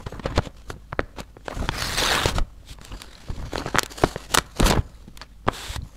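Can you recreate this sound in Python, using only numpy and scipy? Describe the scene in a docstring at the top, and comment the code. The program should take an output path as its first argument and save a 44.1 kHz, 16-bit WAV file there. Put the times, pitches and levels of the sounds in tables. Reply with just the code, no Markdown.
"""Hands open a handmade paper packet close by, over a desk in a small, quiet room.
First fingers slide over the stiff sheet and bend it, so it fans the air and buckles with hollow pops.
From 1.7 to 2.3 s a big stuck strip peels off, its glue threads snapping in a fine, dense rasp;
a tiny pull follows. The loudest pops and sharp cracks crowd in between 3.5 and 4.8 s.
Near 5.5 s a last small strip peels off with a thinner fizz. A low rumble and hum lie under it all."""
import sys
import numpy as np
from scipy import signal
from scipy.fft import rfft, irfft
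from scipy.io import wavfile

SR = 44100
rng = np.random.default_rng(int(sys.argv[2]) if len(sys.argv) > 2 else 0)


def inscribe(sig):
    """Save sig as 16-bit PCM at rate SR to the path in sys.argv[1].

    A 1-D sig is mono; a 2-D sig holds one channel per row.
    Samples are clipped to [-1, 1] before scaling.
    """
    pcm = np.round(np.clip(np.atleast_2d(sig).T, -1, 1) * 32767)
    wavfile.write(sys.argv[1], SR, pcm.astype(np.int16))


N = 262992
TIME = np.arange(N) / SR

# Levels in the tables are relative: each layer is scaled again as it is mixed.
# Each buckle of the sheet:
# (time [s], pop level [dB], pop pitch [Hz], crack level [dB], thump level [dB], time to give way [s])
BUCKLES = [(0.066, -22.5, 794, -32.5, -15.5, 0.0055), (0.124, -24.5, 540, -57, -30, .002),
           (0.196, -26, 850, -35.5, -21, 0.0022), (0.2587, -12, 655, -24, -17.5, 0.004),
           (0.378, -8, 600, -16.5, -4, .0024), (0.39, -11, 624, -52, -7.5, 0.0013),
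           (0.4711, -26, 490, -35, -20.5, 0.0021), (0.7024, -19.5, 800, -31.5, -17.5, 0.0016),
           (0.764, -39, 350, -63, -30, .003), (0.9239, -35, 1100, -54, -47, 0.0026),
           (0.9291, -17.5, 760, -39, -17.5, 0.0006), (0.9931, -6.5, 870, -44, -11.5, .0008),
           (1.004, -20.5, 420, -32, -31, .0012), (1.2039, -28, 610, -27.5, -22.5, 0.0007),
           (1.3681, -29.5, 453, -48, -32, 0.0013), (1.4821, -15.5, 740, -28, -31, 0.00057),
           (1.6899, -10.5, 540, -20.5, -12, 0.00086), (1.823, -18.5, 1500, -20.5, -24, 0.00031),
           (2.023, -13, 470, -24, -24, 0.0015), (2.2575, -7.5, 720, -13.5, -6.5, .0013),
           (2.288, -18.5, 570, -19.5, -17, 0.011), (2.3839, -13, 765, -20.5, -20, 0.0021),
           (2.7862, -36, 700, -48, -32, 0.00086), (2.814, -34, 860, -39, -34.5, 0.0011),
           (2.85, -37, 1490, -31, -54, 0.00096), (3.0189, -30, 2010, -27.5, -37, .0008),
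           (3.557, -14, 830, -27.5, -40, 0.0003), (3.5808, -17.5, 430, -25, -33, 0.00063),
           (3.66, -16, 700, -50, -16, 0.001), (3.676, -22, 800, -57, -21.5, 0.0034),
           (3.7456, -12.5, 480, -51.5, -31.5, .001), (3.7496, -16.5, 650, -53, -28, .0008),
           (3.7567, -9.5, 1020, -23.5, -11.5, 0.00064), (3.7744, -13, 1240, -52, -36, 0.00017),
           (3.7854, -1.5, 1500, -11, -22.5, .0003), (3.7931, -15, 1020, -9.5, -47, .0004),
           (3.8325, -20.5, 393, -17.5, -27.5, 0.00053), (3.8605, -33, 1020, -24.5, -42, 0.00069),
           (4.0373, 0, 584, -13.5, -4, 0.0013), (4.045, -18, 855, -23, -12, .0015),
           (4.16, -16.5, 575, -29.5, -17.5, 0.00087), (4.3425, -14, 800, -10.5, -32, 0.0026),
           (4.3482, -9.5, 960, -5, -35, 0.0014), (4.3742, -5, 710, -9, -20, 0.00099),
           (4.3849, -7, 960, -10.5, -13, .0012), (4.5946, -17.5, 630, -49, -34.5, 0.0022),
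           (4.6, -12.5, 497, -13.5, -38, 0.00055), (4.604, -10.5, 422, -22, -8.5, 0.0013),
           (4.629, -12, 770, -21, -28, 0.0032), (4.668, -17, 1200, -15, -13, 0.0012),
           (4.7006, -17.5, 580, -12.5, -8, 0.0018), (4.7089, -7, 680, -16, -29, 0.0019),
           (4.724, -13, 835, -22, -21, 0.0012), (4.773, -13.5, 710, -31, -9, 0.0035),
           (5.079, -40, 296, -49, -27, 0.0055), (5.1734, -38.5, 1073, -31, -51, 0.00085),
           (5.2147, -27, 1270, -32.5, -37, 0.0012), (5.4667, -27, 520, -39.5, -17.5, 0.00093),
           (5.4781, -15.5, 680, -28, -17, 0.0027), (5.485, -4.5, 680, -22.5, -10, .0008),
           (5.7613, -23, 1100, -25.5, -18, 0.0012)]
# Tone of cracking fibres: (frequency [Hz], level [dB])
CRACK_TONE = [(300, -31.5), (1500, -1), (4000, 8), (5500, 4), (7500, 4), (11000, -2.5), (16000, -10.5)]
# Notes at which the sheet and desk ring on: (pitch [Hz], level [dB], time to fade by 60 dB [s])
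RING_NOTES = [(596, -14.5, 0.051), (1025, -19, 0.025), (1460, -17, 0.034), (1780, -32, 0.15)]

# The long pull on the big strip: (time [s], paper rasp level [dB], glue fizz level [dB])
BIG_PULL = [(1.718, -39, -51), (1.775, -33, -35), (1.953, -31.5, -31), (1.985, -25, -23.5),
            (2.075, -24.5, -27), (2.143, -20, -26), (2.195, -27, -30.5), (2.29, -27.5, -26.5),
            (2.338, -42, -63)]
# Short, even pulls on small strips: (start [s], length [s], rasp level [dB], fizz level [dB])
SMALL_PULLS = [(2.691, 0.042, -53.5, -43), (5.542, 0.222, -40.5, -37.5)]
# A freed strip rings lower when it is longer: (time [s], pitch factor [ratio])
STRIP_GLIDE = [(1.72, 1.3), (1.88, 1.16), (2.02, 1.06), (2.14, 0.99), (2.4, 0.76), (2.7, 0.81),
               (5.52, 0.86), (5.77, 1.06)]
# Tone of paper shaken by peeling: (frequency [Hz], level [dB])
RASP_TONE = [(60, -15), (150, -5), (300, -1), (520, 2), (700, -3), (900, 2), (1150, 2), (1350, 2),
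             (1750, 3.5), (2200, -6), (3000, -8), (6000, -29)]
# Tone of the big strip's parting glue: (frequency [Hz], level [dB])
BIG_FIZZ_TONE = [(1200, -84), (2300, -8), (2900, -5), (3700, 4.5), (4500, -1), (5200, -6), (5900, -5),
                 (6800, -7.5), (8500, -10), (10500, -16.5), (15500, -24.5)]
# Thinner tone of the small strips' glue: (frequency [Hz], level [dB])
SMALL_FIZZ_TONE = [(1200, -19.5), (2300, -7), (2900, -7), (3450, 1), (4400, -4.5), (5300, -8.5),
                   (6400, -11.5), (7700, -7), (9500, -16), (12000, -17), (15500, -29)]

# The hands bend or swing the sheet: (start [s], length [s], rustle level [dB], fanned air level [dB])
BENDS = [(0.0, .01, -41, -34.5), (0.136, 0.041, -36, -33), (0.25, 0.08, -37.5, -29.5),
         (0.376, 0.011, -38, -22), (0.458, 0.019, -43, -42), (0.691, 0.05, -51, -33.5),
         (0.992, 0.02, -52, -33), (1.19, 0.0087, -32, -44), (1.511, 0.014, -27.5, -36),
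         (1.564, .08, -36, -25.5), (1.654, 0.72, -48, -31.5), (2.351, 0.04, -35.5, -21),
         (2.708, 0.012, -55, -37), (2.921, 0.021, -40.5, -30.5), (3.296, 0.017, -41.5, -26.5),
         (3.382, 0.085, -42, -29), (3.534, 0.09, -34.5, -32), (3.655, 0.04, -36, -40.5),
         (4.039, 0.023, -46, -27), (4.318, 0.13, -49.5, -38), (4.607, 0.067, -29.5, -18.5),
         (4.698, 0.024, -26, -17.5), (4.741, 0.041, -29, -21), (4.847, 0.11, -73, -52),
         (5.488, 0.022, -33, -32), (5.776, 0.074, -57.5, -34)]
# Finger slides; a light, quick touch hisses higher than a pressed one:
# (start [s], length [s], hiss level [dB], tilt towards the treble [dB per octave])
FINGER_SLIDES = [(0.0, 0.17, -53, 2.5), (0.235, 0.11, -49, -6), (0.365, 0.0095, -34.5, -4.5),
                 (0.435, 0.025, -43.5, -2), (0.567, 0.055, -57, 0.5), (0.701, 0.0067, -44, 4),
                 (1.192, 0.0091, -39, -2.5), (1.465, 0.053, -47, -0.5), (1.55, 0.052, -42, 3),
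                 (1.61, .11, -44.5, 1), (2.362, 0.014, -36.5, 1), (2.83, 0.17, -49.5, 1),
                 (3.01, 0.8, -50, -0.5), (3.529, 0.066, -39.5, 0.5), (3.614, 0.23, -45, -2.5),
                 (3.903, 0.036, -41.5, 3), (3.977, .16, -38.5, 3), (4.174, 0.087, -44.5, 1.5),
                 (4.308, 0.088, -36.5, 2), (4.414, 0.14, -57, 3.5), (4.573, 0.051, -39.5, 1.5),
                 (4.664, 0.0088, -21, 4), (4.692, 0.038, -30, -5), (4.733, 0.061, -45.5, -2),
                 (4.814, 0.21, -60.5, 3), (5.213, 0.019, -48, -5), (5.838, 0.14, -57.5, 3.5)]
# Tone of fanned air: (frequency [Hz], level [dB])
AIR_TONE = [(10, 1.5), (30, 7), (60, 7), (110, 1), (190, -5.5), (280, -10), (430, -27), (1500, -60)]
# Tone of the rustling sheet: (frequency [Hz], level [dB])
RUSTLE_TONE = [(120, -28.5), (280, 6), (400, 0.5), (530, 3), (720, -2), (1000, -1.5), (1450, -4),
               (2000, -11.5), (3000, -22.5), (7000, -39)]
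# Tone of skin rubbing on paper: (frequency [Hz], level [dB])
HISS_TONE = [(1000, 1), (2100, -2), (3000, 0), (3600, -1), (4400, 0), (5200, -5.5), (7200, -5.5),
             (8800, -12.5), (11000, -14), (15500, -29)]
# Small ticks of paper edges and nails: (time [s], level [dB], pitch [Hz])
EDGE_TICKS = [(1.69, -17, 3440), (2.921, -27.5, 2840), (3.153, -29, 4095), (3.58, -17, 4060),
              (4.292, -50, 4470), (4.955, -46, 2040), (5.22, -24, 4530), (5.82, -38, 4080)]
# Puffs of air from the whole sheet swinging: (time [s], peak level [dB], pitch [Hz])
AIR_PUFFS = [(1.04, -29, 44.5), (2.366, -25, 50.5), (2.415, -14.5, 24.5), (3.301, -26.5, 94),
             (3.396, -28, 48.9), (4.628, -17, 84), (4.653, -10.5, 35), (4.794, -12, 66), (5.704, -24.5, 51),
             (5.788, -25, 53.6), (5.833, -24, 92)]

# First echoes from the desk and things on it: (delay [s], strength [ratio])
DESK_ECHOES = [(.0019, -0.011), (.0029, -0.028), (.0047, 0.037), (.0078, 0.05)]
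# How long the room rings: (frequency [Hz], time to fade by 60 dB [s])
ROOM_FADE = [(100, 0.1), (500, 0.55), (2000, 0.46), (6000, 0.18), (15000, 0.14)]
# Tone of the low background rumble: (frequency [Hz], level [dB])
RUMBLE_TONE = [(10, 0.5), (25, -2), (40, -14.5), (80, -16.5), (150, -18.5), (300, -36), (1000, -41),
               (4000, -41), (15000, -49)]


def buckles(size=2048):
    """Each buckle rings a patch of the sheet for a moment, cracks its fibres and pushes a little air."""
    t = (np.arange(size) - size // 8) / SR
    hz = np.fft.rfftfreq(size, 1 / SR) + 1
    after, out = np.maximum(t, 0), np.zeros(N)
    sharpness, thump_fade_s = 1.14, 0.0037
    # the stiff sheet hardly rings above 2 kHz
    hollow = amp(read([(300, 4.5), (800, -4), (1300, -1.5), (1900, -1.5), (2500, -9.5), (3600, -9),
                       (5000, -11), (9000, -37)], hz))
    for time_s, pop_db, pop_hz, crack_db, thump_db, give_s in BUCKLES:
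        ratio = hz / pop_hz
        off_pitch = 1 + (sharpness * (ratio - 1 / ratio)) ** 2
        treble_cut = 1 + (ratio / 3.3) ** 4
        patch = click_with_tone(hollow / np.sqrt(off_pitch * treble_cut))
        top_hz = 16000 * amp(1.38 * (crack_db - pop_db))  # a crack buried in its pop is duller
        fibres = click_with_tone(amp(read(CRACK_TONE, hz)) / np.sqrt(1 + (hz / top_hz) ** 4))
        pop = unit_energy(signal.fftconvolve(crease(t, give_s, snap_s=0.00085, per_s=3500), patch)[:size])
        fibre_snaps = crease(t, give_s, snap_s=0.00032, per_s=9000)
        crack = unit_energy(signal.fftconvolve(fibre_snaps, fibres)[:size])
        thump_hz = 152 * rng.uniform(0.54, 1.51)
        thump = unit_energy(np.sin(2 * np.pi * thump_hz * after) * np.exp(-after / thump_fade_s))
        add(out, time_s + t[0], amp(crack_db) * crack - amp(pop_db) * pop - amp(thump_db - 0.5) * thump)
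    return out * np.sqrt(SR / 1000)  # levels count the energy as if it all came in one millisecond


def crease(t, give_s, snap_s, per_s):
    """A crease gives way: a quick build-up, one snap at t = 0, then a dying run of smaller snaps."""
    swell = np.exp(np.where(t < 0, t / (0.5 * give_s), -t / (2 * give_s)))
    run = rng.standard_normal(len(t)) * np.where(rng.random(len(t)) < per_s / SR, 1, 0.1) * swell
    snap_share = 1 / (1 + (give_s / snap_s) ** 2)  # a slow crease is mostly small snaps
    return np.sqrt(snap_share) * (t == 0) + np.sqrt(1 - snap_share) * unit_energy(run)


def ringing(pops):
    """The sheet and desk ring on faintly after each buckle."""
    t, ring = TIME[:SR // 8], 0
    for hz, db, fade_s in RING_NOTES:
        decay = np.log(1000) / fade_s
        ring += amp(db) * 4 * decay / SR * np.sin(2 * np.pi * hz * t) * np.exp(-decay * t)
    return signal.fftconvolve(pops, ring)[:N]


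def peeling():
    """Threads of glue snap by the thousand, in clumps, and shake the strip and the sheet."""
    snaps = slips(per_s=3200, spread_db=3.5, smooth=0.41) * amp(1.34 * wander(rate_hz=166))
    rasp = patchy(freed_strip(snaps, RASP_TONE), depth_db=2, wide_hz=350, long_s=0.0065)
    big_fizz = patchy(freed_strip(snaps, BIG_FIZZ_TONE), depth_db=4, wide_hz=600, long_s=0.021)
    small_fizz = colour(snaps + 1.8 * rng.standard_normal(N), SMALL_FIZZ_TONE)
    times, rasp_db, fizz_db = np.transpose(BIG_PULL)
    out = rasp * follow(times, rasp_db) + big_fizz * follow(times, fizz_db)
    start, length, rasp_db, fizz_db = np.transpose(SMALL_PULLS)
    for layer, db in ((rasp, rasp_db), (small_fizz, fizz_db)):
        out += layer * together(*strokes(start, length, db, rise_db_per_s=477, fall_db_per_s=1500))
    return amp(-0.82) * out


def freed_strip(snaps, tone, size=512):
    """The snaps ring the loose part of the strip, whose pitch slides as its length changes."""
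    hz, t, bands = signal.stft(snaps, SR, nperseg=size)
    pitch = np.interp(t, *np.transpose(STRIP_GLIDE))
    return join_bands(bands * amp(read(tone, hz[:, None] / pitch)), size)


def handling():
    """Fingers slide in small uneven slips while the sheet rustles and fans the air."""
    air_gain, rustle_gain, hiss_gain, tilt = hand_moves()
    grip = wander(rate_hz=77)
    air = colour(rng.standard_normal(N), AIR_TONE) * air_gain
    rustle = colour(slips(per_s=900, spread_db=6, smooth=0.68), RUSTLE_TONE) * unit_power(amp(2 * grip))
    rustle = patchy(rustle, depth_db=4, wide_hz=350, long_s=0.019) * rustle_gain
    hiss = colour(slips(per_s=730, spread_db=3, smooth=1.62), HISS_TONE) * unit_power(amp(2.7 * grip))
    hiss = patchy(finger_touch(hiss, tilt), depth_db=2, wide_hz=700, long_s=0.12) * hiss_gain
    return amp(-2) * air + amp(-1.77) * rustle + hiss


def hand_moves():
    """Bending, sliding and holding set how loud air, rustle and hiss are, and how bright the hiss is."""
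    held = amp(1.5 * wander(rate_hz=7.8))  # just holding the packet stirs it faintly and unevenly
    start, length, rustle_db, air_db = np.transpose(BENDS)
    bends = strokes(start, length, rustle_db, rise_db_per_s=749, fall_db_per_s=599)
    fanned = strokes(start, length, air_db, rise_db_per_s=901.5, fall_db_per_s=385)
    start, length, hiss_db, slide_tilts = np.transpose(FINGER_SLIDES)
    slides = strokes(start, length, hiss_db, rise_db_per_s=690, fall_db_per_s=647)
    air = together(*fanned, amp(-47) * held)
    hiss = together(*slides, amp(-66) * held)
    rustle = together(*bends, amp(-3) * hiss, amp(-62) * held)  # a sliding finger also shakes the sheet
    held_tilt = 1  # dB per octave
    tilt = held_tilt + (slide_tilts - held_tilt) @ slides ** 2 / hiss ** 2  # louder slides count more
    return air, rustle, hiss, tilt


def finger_touch(hiss, tilt, pivot_hz=4600, size=512):
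    """A light touch brightens the hiss; a firm one dulls it."""
    hz, t, bands = signal.stft(hiss, SR, nperseg=size)
    octaves = np.log2(np.maximum(hz, pivot_hz / 2) / pivot_hz)[:, None]
    return join_bands(bands * amp(octaves * np.interp(t, TIME, tilt)), size)


def slips(per_s, spread_db, smooth):
    """Surfaces catch and let go: tiny clicks of uneven size over a smooth rubbing noise."""
    strength = amp(spread_db * np.minimum(rng.exponential(1, N), 4))
    clicks = strength * rng.choice([-1, 1], N) * (rng.random(N) < per_s / SR)
    return unit_power(unit_power(clicks) + smooth * rng.standard_normal(N))


def patchy(x, depth_db, wide_hz, long_s, size=512):
    """The point of contact keeps moving, so parts of the tone come and go in patches."""
    hz, t, bands = signal.stft(x, SR, nperseg=size)
    across, along = np.fft.fftfreq(len(hz), hz[1])[:, None], np.fft.fftfreq(len(t), t[1])
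    blur = np.exp(-(across * wide_hz) ** 2 - (along * long_s) ** 2)
    patches = unit_power(np.fft.ifft2(np.fft.fft2(rng.standard_normal(bands.shape)) * blur).real)
    return join_bands(bands * amp(depth_db * patches), size)


def strokes(start_s, length_s, db, rise_db_per_s, fall_db_per_s):
    """One loudness curve for each stroke of the hand: it swells, holds and dies away."""
    early = np.maximum(start_s[:, None] - TIME, 0)
    late = np.maximum(TIME - (start_s + length_s)[:, None], 0)
    return amp(np.maximum(db[:, None] - rise_db_per_s * early - fall_db_per_s * late, -200))


def edge_ticks(rise_s=0.0003, fade_s=0.0015):
    """A paper edge flicks free and rings for a few quick cycles."""
    t, out = TIME[:SR // 40], np.zeros(N)
    shape = np.exp(-t / fade_s) * np.minimum(t / rise_s, 1)
    for time_s, db, hz in EDGE_TICKS:
        add(out, time_s, amp(db) * np.sin(2 * np.pi * hz * t) * shape)
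    return out


def air_puffs():
    """Each swing of the sheet gives the air one smooth push and pull."""
    out = np.zeros(N)
    for time_s, db, hz in AIR_PUFFS:
        swing = 2 * np.pi * hz * (TIME - time_s)
        out -= amp(db) * swing * np.exp((1 - swing ** 2) / 2)
    return out


def desk(x):
    """The sound arrives directly, then bounces off the desk a moment later."""
    out = x.copy()
    for delay_s, strength in DESK_ECHOES:
        add(out, delay_s, strength * x)
    return out


def room(x, build_s=0.013, size=256):
    """Echoes from the walls blur into a tail in which each frequency fades at its own speed."""
    hz, t, bands = signal.stft(rng.standard_normal(SR // 2), SR, nperseg=size)
    fade = np.exp(-np.log(1000) * t / read(ROOM_FADE, hz)[:, None])
    tail = signal.istft(bands * fade, SR, nperseg=size)[1]
    onset = np.minimum(TIME[:len(tail)] / build_s, 1)
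    return signal.fftconvolve(x, unit_energy(tail * onset))[:N]


def background(rumble_db=-51, hum_db=-48, hum_hz=52):
    """A faint low rumble and a deep, steady hum."""
    rumble = amp(rumble_db) * colour(rng.standard_normal(N), RUMBLE_TONE)
    return rumble + amp(hum_db) * np.sqrt(2) * np.sin(2 * np.pi * hum_hz * TIME)


def amp(db):
    """Turns decibels into a number to multiply by."""
    return 10 ** (np.asarray(db) / 20)


def unit_power(x):
    """Scales a sound so that its average power is 1."""
    return x / np.sqrt(np.mean(x ** 2) + 1e-20)


def unit_energy(x):
    """Scales a sound so that its total energy is 1."""
    return x / np.sqrt(np.sum(x ** 2) + 1e-20)


def read(table, hz):
    """Looks up a value between a table's frequencies, with octaves evenly spaced."""
    table_hz, value = np.transpose(table)
    return np.interp(np.log(hz + 1), np.log(table_hz), value)


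def follow(times, db):
    """A loudness curve through the given levels, silent before and after."""
    return amp(np.interp(TIME, times, db, left=-150, right=-150))


def add(mix, time_s, sound):
    """Mixes a sound in at the given time."""
    part = mix[max(round(time_s * SR), 0):][:len(sound)]
    part += sound[:len(part)]


def colour(x, tone):
    """Gives a long sound the tone in a table, at power 1."""
    return unit_power(irfft(rfft(x) * amp(read(tone, np.fft.rfftfreq(N, 1 / SR))), N))


def click_with_tone(gain):
    """The sharpest click that has the given strength at each frequency."""
    log_gain = np.log(np.maximum(np.r_[gain, gain[-2:0:-1]], 1e-5))
    return unit_energy(np.fft.ifft(np.exp(np.conj(signal.hilbert(log_gain)))).real)


def join_bands(bands, size):
    """Joins frequency bands back into one sound, at power 1."""
    return unit_power(signal.istft(bands, SR, nperseg=size)[1][:N])


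def wander(rate_hz):
    """A smooth random wobble, at power 1."""
    smoothing = 1 + (np.fft.rfftfreq(N, 1 / SR) / rate_hz) ** 4
    return unit_power(irfft(rfft(rng.standard_normal(N)) / smoothing, N))


def together(*gains):
    """The combined loudness of unrelated sounds: their powers add up."""
    return np.sqrt(sum(gain ** 2 for gain in gains))


def scene():
    """The paper close above the desk, its puffs of air, a little room echo and the background."""
    pops = buckles()
    paper = desk(pops + ringing(pops) + edge_ticks() + handling() + peeling())
    return (paper + air_puffs() + background() + amp(-30) * room(paper))[None]


def record(dry, top_hz=15700):
    """Clips any peak beyond full scale, then cuts the highest treble."""
    treble_cut = signal.firwin(401, top_hz, window=("kaiser", 9), fs=SR)
    return signal.oaconvolve(np.clip(dry, -1, 1), treble_cut[None], "same")


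dry = scene()
out = record(dry)
inscribe(out)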